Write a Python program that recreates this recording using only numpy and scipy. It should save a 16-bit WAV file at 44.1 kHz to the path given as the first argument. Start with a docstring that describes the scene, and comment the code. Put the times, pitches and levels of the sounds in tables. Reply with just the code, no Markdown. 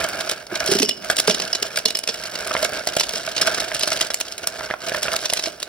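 """Ice shaken into a glass jar

Ice cubes are shaken out of a plastic tub into a jar on the counter, close by. They clink on each
other, knock the hollow tub, thud into the jar and ping on its glass. Between the blows the heap
slides and rattles over the plastic, and wedged cubes slip with a short creak."""
import sys
import numpy as np
from scipy import signal
from scipy.fft import rfft, irfft
from scipy.io import wavfile
from scipy.ndimage import uniform_filter1d

SR = 44100
rng = np.random.default_rng(int(sys.argv[2]) if len(sys.argv) > 2 else 0)


def bounce(signal):
    """Save signal as a 16-bit WAV file at the path given by the first command-line argument."""
    frames = np.transpose(np.atleast_2d(signal))
    limited = np.clip(frames, -1, 1)
    pcm = np.round(limited * 32767).astype(np.int16)
    wavfile.write(sys.argv[1], SR, pcm)


N = 250532
AGE_S = np.arange(5000) / SR
BIN_HZ = np.fft.rfftfreq(N, 1 / SR)


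def amp(db):
    """Decibels to amplitude."""
    return 10 ** (np.asarray(db) / 20)


def unit(x):
    """Scale to unit power."""
    return x / np.sqrt(np.mean(x ** 2) + 1e-20)


def blow(x):
    """Scale a strike to unit power over its first 10 ms."""
    return x / np.sqrt(np.mean(x[:, :SR // 100] ** 2) + 1e-20)


def smooth(x, width_s):
    """Two passes of a moving average."""
    width = int(width_s * SR)
    return uniform_filter1d(uniform_filter1d(x, width), width)


def curve(points, hz):
    """Interpolate on a log-frequency axis."""
    point_hz, value = np.transpose(points)
    return np.interp(np.log(hz + 1), np.log(point_hz + 1), value)


def add(mix, start_s, sound):
    """Mix in a stereo sound."""
    part = mix[:, max(round(start_s * SR), 0):][:, :sound.shape[1]]
    part += sound[:, :part.shape[1]]


def colour(x, points):
    """Minimum-phase filter: nothing sounds ahead of a click."""
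    log_gain = np.log(amp(curve(points, abs(np.fft.fftfreq(N, 1 / SR)))))
    response = np.exp(np.conj(signal.hilbert(log_gain)))[:len(BIN_HZ)]
    return irfft(rfft(x) * response, N)


def ring(modes):
    """Decaying modes, weighted by the spot struck; left and right differ more on higher modes."""
    hz, db, t60_s = np.transpose(modes)[:, :, None]
    spread = np.minimum(hz.T / 6800, 0.18)
    sides = rng.standard_normal((2, len(modes))) + 1j * rng.standard_normal((2, len(modes)))
    spot = rng.uniform(0.45, 1, len(modes)) * rng.choice([-1, 1], len(modes))
    partials = amp(db) * np.exp((2j * np.pi * hz - np.log(1000) / t60_s) * AGE_S)
    return ((spot * (1 + spread * sides)) @ partials).imag


def grit(span_s, low_hz, high_hz, spread):
    """Rough faces crush together: tiny slips swell and die within a few spans."""
    spans = AGE_S[:2000] / span_s
    noise = rng.laplace(size=(3, len(spans)))
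    burst = (noise[0] + spread * noise[1:]) * np.sqrt(spans) * np.exp(-spans)
    band = signal.butter(2, [low_hz, min(high_hz, SR / 2 - 1)], "band", fs=SR, output="sos")
    return blow(signal.sosfilt(band, burst))


def cube(treble_db, count=9):
    """One lump of ice: a crunch and short modes. A harder contact is shorter and brighter."""
    softness = amp(-.42 * treble_db)
    contact_s = .0011 * softness
    a, b = rng.random((2, count))
    swell = 1 - np.exp(-AGE_S / contact_s)
    low_ring = ring(np.c_[2600 * 2.25 ** a, -9 * b, softness * (.02 - .011 * b)]) * swell
    high_ring = ring(np.c_[7000 * 2.2 ** b, -6 * a, .013 - .007 * a]) * swell
    out = amp(-1.5) * blow(low_ring) + amp(treble_db - 4) * blow(high_ring)
    add(out, 0, amp(-1) * grit(contact_s, 2480, 6680, spread=0.45))
    add(out, 0, amp(-19.5) * grit(contact_s, 340, 2730, spread=0.78))
    add(out, 0, amp(treble_db - 3.5) * grit(contact_s, 2900, 22200, spread=0.13))
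    return out


# tub wall and hollow: pitch_hz, level_db, t60_s
WALL_MODES = [(1428, 5, 0.032), (1270, -5.5, 0.038), (1569, 8.5, 0.022), (1650, 6, 0.031),
              (2284, 4.5, 0.026), (2685, -1, 0.033)]
HOLLOW_MODES = [(618.8, -0.5, 0.055), (678, -4, 0.052)]
def tub(wall_db, hollow_db):
    """A gritty push on the plastic, detuned by the shifting load of ice."""
    load = rng.standard_normal(2)
    wall = ring(np.array(WALL_MODES) * [1 + 0.033 * load[0], 1, 1])
    hollow = ring(np.array(HOLLOW_MODES) * [1 + .018 * load[1], 1, 1])
    attack = 1 - np.exp(-AGE_S / 0.00029)
    out = amp(hollow_db) * blow(hollow) + amp(wall_db - 1) * blow(wall * attack)
    add(out, 0, amp(wall_db - 8) * grit(0.0017, 710, 3440, spread=0.93))
    return out


def stirred(blows, share_db, settle_s):
    """Power of the cubes stirred up by blows: jumps at each, then decays."""
    kicks = np.zeros(N)
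    for start_s, db, *_ in blows:
        kicks[round(start_s * SR)] += amp(db + share_db) ** 2
    return signal.lfilter([1], [1, -np.exp(-1 / (settle_s * SR))], kicks)


def jolts(depth_db, width_s):
    """The heap sticks and slips: brief swells in dB at unit mean power."""
    db = depth_db * np.tanh(unit(smooth(rng.standard_normal(N), width_s)))
    return db - 10 * np.log10(np.mean(amp(db) ** 2))


# shakes of the tub: start_s, length_s, ice_db, plastic_db
SHAKES = [(0, 0.013, -22.5, -20.5), (0.134, 0.19, -32, -31), (0.53, 0.19, -43, -30.5),
          (0.677, 0.025, -23, -28.5), (1.03, 0.72, -33, -35), (2.088, 0.37, -31.5, -37.5),
          (2.358, 0.45, -30.5, -31.5), (2.87, 0.45, -29, -36), (3.397, 0.25, -26.5, -28.5),
          (3.739, 0.3, -26, -33.5), (4.082, 0.223, -36.5, -44), (4.404, 0.27, -35, -36),
          (4.827, 0.36, -29, -32), (5.235, 0.25, -31, -39.5)]
def heap_motion(rise_s=0.049, settle_s=0.056, rest_ice_db=-47, rest_plastic_db=-46):
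    """Shakes and blows move the heap: levels in dB of ice on ice and ice on plastic."""
    ice = amp(rest_ice_db) ** 2 + stirred(CLINKS, share_db=-18, settle_s=.027)
    ice += stirred(THUDS, share_db=-16, settle_s=.012)
    plastic = amp(rest_plastic_db) ** 2 + stirred(KNOCKS, share_db=-14, settle_s=.028)
    for start_s, length_s, ice_db, plastic_db in SHAKES:
        age_s = np.arange(N) / SR - start_s
        rise = np.clip(1 + age_s / rise_s, 0, 1)
        speed = rise * np.exp(-np.maximum(age_s - length_s, 0) / settle_s)
        ice += (amp(ice_db) * speed) ** 2
        plastic += (amp(plastic_db) * speed) ** 2
    return 10 * np.log10([ice, plastic]) + jolts(depth_db=3.6, width_s=0.018)


def rattle(grains, level_db, per_s, size_db, average_s):
    """Many small random contacts whose average power follows level_db."""
    contact = rng.random(N) < per_s / SR
    size = np.minimum(rng.exponential(1, N), 3.5)
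    kind = rng.integers(0, len(grains), N)
    hits = contact * amp(size_db * size)
    power = smooth(hits ** 2, average_s)
    hits = hits / np.sqrt(abs(power) + 1e-4) * amp(level_db)
    grains = [grain / np.sqrt(np.sum(grain ** 2) / 2) for grain in grains]
    out = np.zeros((2, N))
    for at in np.flatnonzero(hits):
        add(out, at / SR, hits[at] * grains[kind[at]])
    return out


def heap(ice_db, plastic_db, count=40):
    """Cubes tumble over each other and slide over the plastic."""
    small_cubes = [cube(db) for db in rng.normal(-6, 5.5, count)]
    small_knocks = [tub(0, db) for db in rng.normal(-4.5, 3.5, count)]
    tumbling = rattle(small_cubes, ice_db, per_s=380, size_db=3.8, average_s=.04)
    sliding = rattle(small_knocks, plastic_db, per_s=600, size_db=2.8, average_s=.035)
    return tumbling, sliding


# rumble spectrum: freq_hz, density_db
RUMBLE_SPECTRUM = [(35, -35), (52, -1), (80, -9), (250, -10), (450, -3), (2000, -23)]
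def rumble(plastic_db, room_db=-50):
    """Low noise of the handled tub over the steady room."""
    spectrum = rfft(rng.standard_normal(N)) * amp(curve(RUMBLE_SPECTRUM, BIN_HZ))
    return np.hypot(amp(plastic_db - 11.5), amp(room_db)) * unit(irfft(spectrum, N))


# cube on cube: start_s, level_db, treble_db
CLINKS = [(.041, -22.5, -0.5), (.088, -42.5, 20), (0.207, -23, -4), (.295, -20.5, 0), (0.313, -21.5, 4),
          (.424, -45, -6), (.467, -36.5, -7), (0.554, -21, -8), (.572, -31.5, -5), (.602, -22, -5),
          (.661, -23, 3), (.675, -20.5, -6), (0.714, -18.5, 1), (.720, -22, 6), (.736, -24, 0),
          (0.751, -22.5, 1), (0.7872, -19.5, -1), (0.798, -19, 0), (.820, -16, -4.5), (.829, -17, -1),
          (.891, -17, 0), (1.1, -17, -3), (1.112, -31, 11.5), (1.167, -24, 8), (1.185, -16.5, 0),
          (1.199, -16.5, 5), (1.275, -16.5, -1.5), (1.282, -34, 7), (1.296, -15.5, -8), (1.308, -18, -11),
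          (1.345, -19, -5.5), (1.399, -20.5, -6), (1.419, -22, -10), (1.529, -22, -4), (1.550, -18.5, -9),
          (1.626, -18.5, 1), (1.759, -24, -6), (1.772, -19.5, 2), (1.787, -22, -1), (1.855, -14.5, -1.5),
          (1.883, -23, -4), (1.905, -23, -1), (1.951, -22, -2), (1.971, -27, 5), (1.989, -28, 9),
          (2.037, -27, -0.5), (2.075, -22, -1), (2.087, -18, -19), (2.142, -32, 4), (2.355, -25, -7),
          (2.473, -28, 5), (2.538, -23.5, -3.5), (2.627, -21.5, 1), (2.646, -17.5, 0), (2.872, -18.5, -0.5),
          (2.967, -20, 4), (2.997, -18.5, 0.5), (3.007, -15, -7), (3.034, -21.5, -5), (3.092, -26, 1.5),
          (3.135, -26.5, -1), (3.157, -25, -3), (3.364, -20.5, -12), (3.378, -20, -19), (3.414, -13.5, -4),
          (3.471, -18, 0.5), (3.545, -21.5, -3), (3.602, -19.5, -2.5), (3.747, -23.5, 2), (3.795, -35, 16),
          (3.808, -21, -20), (3.832, -15.5, -4), (3.875, -20, 1), (3.917, -21, -13), (3.930, -24.5, 2),
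          (4.010, -14.5, -1), (4.103, -24, -10), (4.143, -24.5, 10.5), (4.202, -30, 10), (4.21, -20, -1),
          (4.322, -29, -1.5), (4.38, -31.5, 6), (4.472, -22.5, 9), (4.885, -28.5, -4), (5.030, -20.5, 3),
          (5.132, -26.5, 5.5), (5.163, -19.5, 3), (5.255, -19, -6), (5.299, -19.5, -5), (5.335, -20.5, 8),
          (5.371, -21.5, -5), (5.394, -21.5, -6), (5.437, -22.5, -10), (5.458, -22, -13), (5.601, -35, 2),
          (5.628, -23.5, 1)]
def clinks():
    """A faint tick comes just ahead, then the cube cracks down and rebounds duller."""
    out = np.zeros((2, N))
    for start_s, db, treble_db in CLINKS:
        rebound = np.interp(db, [-27, -16], [.15, .58])  # share of the power; heavy blows rebound more
        tick_s = start_s - rng.uniform(.001, .007)
        add(out, tick_s, amp(db - 11) * cube(treble_db - 4))
        add(out, start_s, amp(db) * np.sqrt(1 - rebound) * cube(treble_db + .5))
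        rebound_s = start_s + rng.uniform(.0014, .0036)
        add(out, rebound_s, amp(db) * np.sqrt(rebound) * cube(treble_db - 2))
    return out


# cube on tub: start_s, wall_db, hollow_db
KNOCKS = [(.047, -25.5, -28), (0.606, -26, -28.5), (1.1001, -14.5, -20.5), (1.28, -19, -22),
          (1.2971, -35, -21.5), (1.7743, -22, -32.5), (2.6287, -28, -19.5), (2.649, -23, -25.5),
          (2.8724, -34, -22.5), (2.9678, -26, -19.5), (3.276, -24.5, -25), (3.4736, -15.5, -29),
          (3.8749, -25.5, -26), (3.9183, -25, -25.5), (4.1034, -27.5, -30.5), (4.919, -26, -26),
          (5.327, -42, -26), (5.472, -36.5, -28)]
def knocks(clink_share_db=-17.5):
    """Cubes hit the tub; clinks pass through the heap and sound its hollow too."""
    out = np.zeros((2, N))
    for start_s, wall_db, hollow_db in KNOCKS:
        add(out, start_s, tub(wall_db, hollow_db))
    for start_s, db, _ in CLINKS:
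        add(out, start_s, amp(db + clink_share_db) * blow(ring(HOLLOW_MODES)))
    return out


# jar on the counter: pitch_hz, level_db, t60_s
JAR_MODES = [(194, -0.5, 0.062), (238.3, -0.5, 0.092), (370.6, -1, 0.093)]
# heavy landings: start_s, level_db, pitch_hz
THUDS = [(0.522, -17, 354), (0.689, -10, 388), (0.717, -5.5, 389.6), (0.753, -8, 392), (0.802, -12, 282),
         (0.828, -8, 419), (1.279, -7, 431), (1.287, -15, 190), (1.619, -23.5, 420), (1.857, -19, 447),
         (2.087, -21, 462), (3.135, -22.5, 454), (5.469, -24.5, 323)]
def thuds(t60_s=.07):
    """Landing cubes shake jar and counter; where they land picks the strongest ring."""
    out = np.zeros((2, N))
    attack = 1 - np.exp(-AGE_S / 0.0022)
    for start_s, db, hz in THUDS:
        body = blow(ring(JAR_MODES)) + amp(10) * blow(ring([(hz, 0, t60_s)]))
        add(out, start_s, amp(db - 9) * blow(body) * attack)
    return out


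# glass wall: pitch_hz, level_db, t60_s
GLASS_MODES = [(2930, 0, 0.27), (5130, 16, 0.02), (5360, 19, 0.023)]
def chatter(count=12):
    """Landed cubes rattle on in the jar after each thud."""
    level_db = 10 * np.log10(stirred(THUDS, share_db=-21, settle_s=0.047) + 1e-12)
    taps = [ring(GLASS_MODES + JAR_MODES) for _ in range(count)]
    return rattle(taps, level_db, per_s=200, size_db=3, average_s=.04)


# cube on glass: start_s, level_db, pitch_hz
PINGS = [(.736, -24, 5700), (0.859, -23.5, 5380), (0.893, -21, 5380), (0.91, -22.5, 2920),
         (1.53, -17.5, 5260), (1.858, -15, 4330), (1.952, -22, 5250), (2.999, -17, 5660)]
def pings(t60_cycles=68):
    """The glass rings briefly; the spot struck picks the strongest ring."""
    out = np.zeros((2, N))
    attack = 1 - np.exp(-AGE_S / 0.00052)
    for start_s, db, hz in PINGS:
        glass = .5 * blow(ring(GLASS_MODES)) + blow(ring([(hz, 0, t60_cycles / hz)]))
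        add(out, start_s, amp(db) * blow(glass * attack))
    return out


# ice creaking on plastic: release_s, level_db, pitch_hz
SLIPS = [(2.511, -26.5, 1300), (2.551, -23, 1380), (2.5655, -24.5, 2120), (3.7165, -27, 1610),
         (4.608, -31.5, 1370), (4.7025, -30.5, 1300), (4.7095, -24.5, 1690), (4.7385, -28.5, 1390),
         (4.9458, -26, 1760), (5.082, -25, 1420), (5.139, -28.5, 1330)]
def slips(scrape_s=.018, band_ratio=1.69):
    """A wedged cube scrapes, then lets go: a friction snap, a clack and the tub's hollow ring."""
    out = np.zeros((2, N))
    for release_s, db, hz in SLIPS:
        band_hz = hz / band_ratio, hz * band_ratio
        add(out, release_s - scrape_s, amp(db - 13.5) * grit(scrape_s, *band_hz, spread=0.095))
        add(out, release_s, amp(db + 1) * grit(0.0012, *band_hz, spread=0.1))
        clack = amp(db - 1) * blow(ring([(hz, 0, .025)]))
        hollow = amp(db - 2.5) * blow(ring(HOLLOW_MODES))
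        add(out, release_s, clack + hollow)
    return out


def echoes(x, decay, delay_s, count=700, slot=20):
    """Sparse reflections, different left and right; each band dies at its own rate."""
    taps = np.zeros((2, count * slot))
    arrivals = np.arange(count) * slot + rng.integers(0, slot, (2, count))
    np.put_along_axis(taps, arrivals, rng.choice([-1., 1.], (2, count)), 1)
    hz, age_s, bands = signal.stft(taps, SR, nperseg=128)
    fade = np.exp(-np.log(1000) * age_s / curve(decay, hz)[:, None])
    tail = signal.istft(bands * fade, SR)[1]
    out = np.zeros((2, N))
    add(out, delay_s, signal.fftconvolve(x, tail / np.linalg.norm(tail[0]), axes=1))
    return out


# tone of the ice: freq_hz, gain_db
ICE_COLOUR = [(400, 10), (2000, 1.5), (2800, -4), (3400, -4.5), (5400, -0.5), (7500, -1), (10000, -4.5),
              (15000, -11)]
# kitchen reverberation: freq_hz, t60_s
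ROOM_DECAY = [(200, 0.91), (5000, 0.24), (15000, 0.046)]
def scene():
    """Ice, tub and jar, with near reflections from hand and counter and a small kitchen behind."""
    ice_db, plastic_db = heap_motion()
    tumbling, sliding = heap(ice_db, plastic_db)
    low_noise = rumble(plastic_db)
    ice = colour(clinks() + tumbling, ICE_COLOUR)
    clatter = ice + chatter() + pings() + knocks() + slips() + sliding
    near = amp(-14) * echoes(clatter, decay=[(500, 0.11), (10000, 0.097)], delay_s=0.0024)
    jar = thuds()
    far = amp(-20.5) * echoes(clatter + jar, ROOM_DECAY, delay_s=.008)
    return clatter + jar + near + far + low_noise


# overall tone: freq_hz, gain_db
AIR_COLOUR = [(22, -19), (50, -1), (200, 3.5), (1000, 1.5), (1600, 0)]
# phase between the ports: freq_hz, left_lead_rad
PORT_PHASE = [(0, 0), (2150, 0.5), (2500, 1.7), (3700, 0.9), (5250, 1.2), (9910, 5.9), (16500, 13.1)]
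# balance between the ports: freq_hz, left_minus_right_db
PORT_BALANCE = [(60, -1), (300, -3), (620, -10), (1000, -2), (1600, 0), (2400, -5), (5000, -3), (7000, -.5)]
def record(dry):
    """Two spaced microphone ports, soft overload and a band limit."""
    phase_rad = np.interp(BIN_HZ, *np.transpose(PORT_PHASE))
    lean = amp(curve(PORT_BALANCE, BIN_HZ) / 2)
    ports = np.array([lean * np.exp(.5j * phase_rad), np.exp(-.5j * phase_rad) / lean])
    ports /= np.sqrt((lean ** 2 + lean ** -2) / 2)
    heard = irfft(rfft(colour(dry, AIR_COLOUR)) * ports, N)
    clipped = heard / (1 + heard ** 4) ** (1 / 4)
    lowpass = signal.firwin(301, cutoff=15850, window=("kaiser", 8), fs=SR)
    return signal.oaconvolve(clipped, lowpass[None], "same")


dry = scene()
out = record(dry)
bounce(out)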